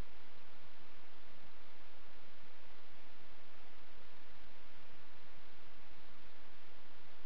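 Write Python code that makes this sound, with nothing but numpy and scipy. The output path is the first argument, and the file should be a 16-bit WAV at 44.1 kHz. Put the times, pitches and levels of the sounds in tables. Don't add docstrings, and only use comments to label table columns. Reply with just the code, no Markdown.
import sys
import numpy as np
from scipy.fft import rfft, irfft
from scipy.io import wavfile
from scipy.ndimage import uniform_filter1d

SR = 44100
rng = np.random.default_rng(int(sys.argv[2]) if len(sys.argv) > 2 else 0)


def generate_wav(sig):
    pcm = np.round(np.clip(np.atleast_2d(sig).T, -1, 1) * 32767).astype(np.int16)
    wavfile.write(sys.argv[1], SR, pcm)


N = 319725


def gain_of(db):
    return 10 ** (np.asarray(db) / 20)


def unit_rms(x):
    return x / np.sqrt(np.mean(x ** 2) + 1e-20)


def low_pass(x, edge_hz):
    return irfft(rfft(x) * (np.fft.rfftfreq(N, 1 / SR) < edge_hz), N)


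def noise(spectrum, size, rate_hz):
    hz = np.fft.rfftfreq(size, 1 / rate_hz)
    points_hz, db = np.transpose(spectrum)
    shape = gain_of(np.interp(np.log(hz + 1), np.log(points_hz + 1), db))
    return unit_rms(irfft(rfft(rng.standard_normal(size)) * shape, size))


def steadied(x, window_samples):
    return x / np.sqrt(uniform_filter1d(x ** 2, size=window_samples) + 1e-3)


def bumps(t, rows, width_s):
    return np.max([gain_of(db) * np.exp(-((t - s) / (width_s / 2)) ** 2) for s, db in rows], axis=0)


def output_floor(level_db=-100):
    return gain_of(level_db) * rng.standard_normal(N)


# frequency in Hz, rms level in dB.
HUM_TONES = [(86.1, -82.5), (269, -95), (538, -89)]


def hum(t):
    return sum(gain_of(db) * np.sqrt(2) * np.sin(2 * np.pi * (hz * t + rng.random()))
               for hz, db in HUM_TONES)


# frequency in Hz, relative noise density in dB.
PUFF_SPECTRUM = [(50, -19), (95, 5.5), (130, 4.5), (170, 7.5), (230, -45), (500, -80)]
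# centre in seconds, peak level in dB.
MAIN_PUFFS = [(0.214, -68), (0.373, -70), (0.541, -70.5), (0.644, -66), (0.814, -69.5), (0.997, -72.5),
              (1.371, -69.5), (1.446, -66.5), (2.238, -69.5), (2.437, -68), (2.675, -70.5), (2.938, -69.5),
              (3.216, -70), (4.058, -69), (4.364, -73), (4.776, -69), (4.942, -67.5), (4.998, -67),
              (5.154, -68.5), (5.243, -68), (5.382, -67), (5.68, -67.5), (5.986, -69.5), (6.686, -69),
              (6.965, -69), (7.061, -68)]


def puffs(t, faint_db=-74.5, faint_count=14):
    faint_times_s = (np.arange(faint_count) + rng.random(faint_count)) * t[-1] / faint_count
    faint_puffs = [(s, faint_db) for s in faint_times_s]
    envelope = bumps(t, list(MAIN_PUFFS) + faint_puffs, width_s=0.032)
    return envelope * steadied(noise(PUFF_SPECTRUM, N, SR), window_samples=1000)


# frequency in Hz, relative noise density in dB.
RUMBLE_SPECTRUM = [(8, -2), (28, 5), (50, 5.5), (78, -2), (105, -7.5), (160, -19), (260, -56)]
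# centre in seconds, peak level in dB.
RUMBLE_SWELLS = [(0.177, -68), (0.653, -64.5), (1.99, -61.5), (3.634, -67), (3.96, -64), (4.311, -66),
                 (4.447, -62), (5.38, -63), (5.81, -65), (5.925, -64.5), (6.072, -66), (6.279, -62),
                 (6.416, -63.5)]


def rumble(t, up_db=-69.5, down_db=-90.0, flutter_hz=9.9, abruptness=2.5, up_bias=0.34):
    wander = unit_rms(low_pass(rng.standard_normal(N), flutter_hz))
    gate = (1 + np.tanh(abruptness * (wander + up_bias))) / 2
    flutter = gain_of(down_db + (up_db - down_db) * gate)
    envelope = np.maximum(flutter, bumps(t, RUMBLE_SWELLS, width_s=0.061))
    return envelope * steadied(noise(RUMBLE_SPECTRUM, N, SR), window_samples=3000)


# frequency in Hz, relative noise density in dB before the converter.
HISS_SPECTRUM = [(20, -10), (110, -8), (160, -10.5), (190, 0), (300, -0.03), (600, -1.37), (1200, -2),
                 (2200, -2.42), (4000, -2.5)]


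def preamp_hiss(t, level_db=-63, converter_hz=8000):
    size = int(t[-1] * converter_hz) + 2
    samples = noise(HISS_SPECTRUM, size, converter_hz)
    joined = np.interp(t, np.arange(size) / converter_hz, samples)
    return gain_of(level_db) * unit_rms(joined)


def scene():
    t = np.arange(N) / SR
    return (preamp_hiss(t) + rumble(t) + puffs(t) + hum(t) + output_floor())[None]


def record(dry):
    dc_offset = 0.028
    return low_pass(dry + dc_offset, edge_hz=15700)


dry = scene()
out = record(dry)
generate_wav(out)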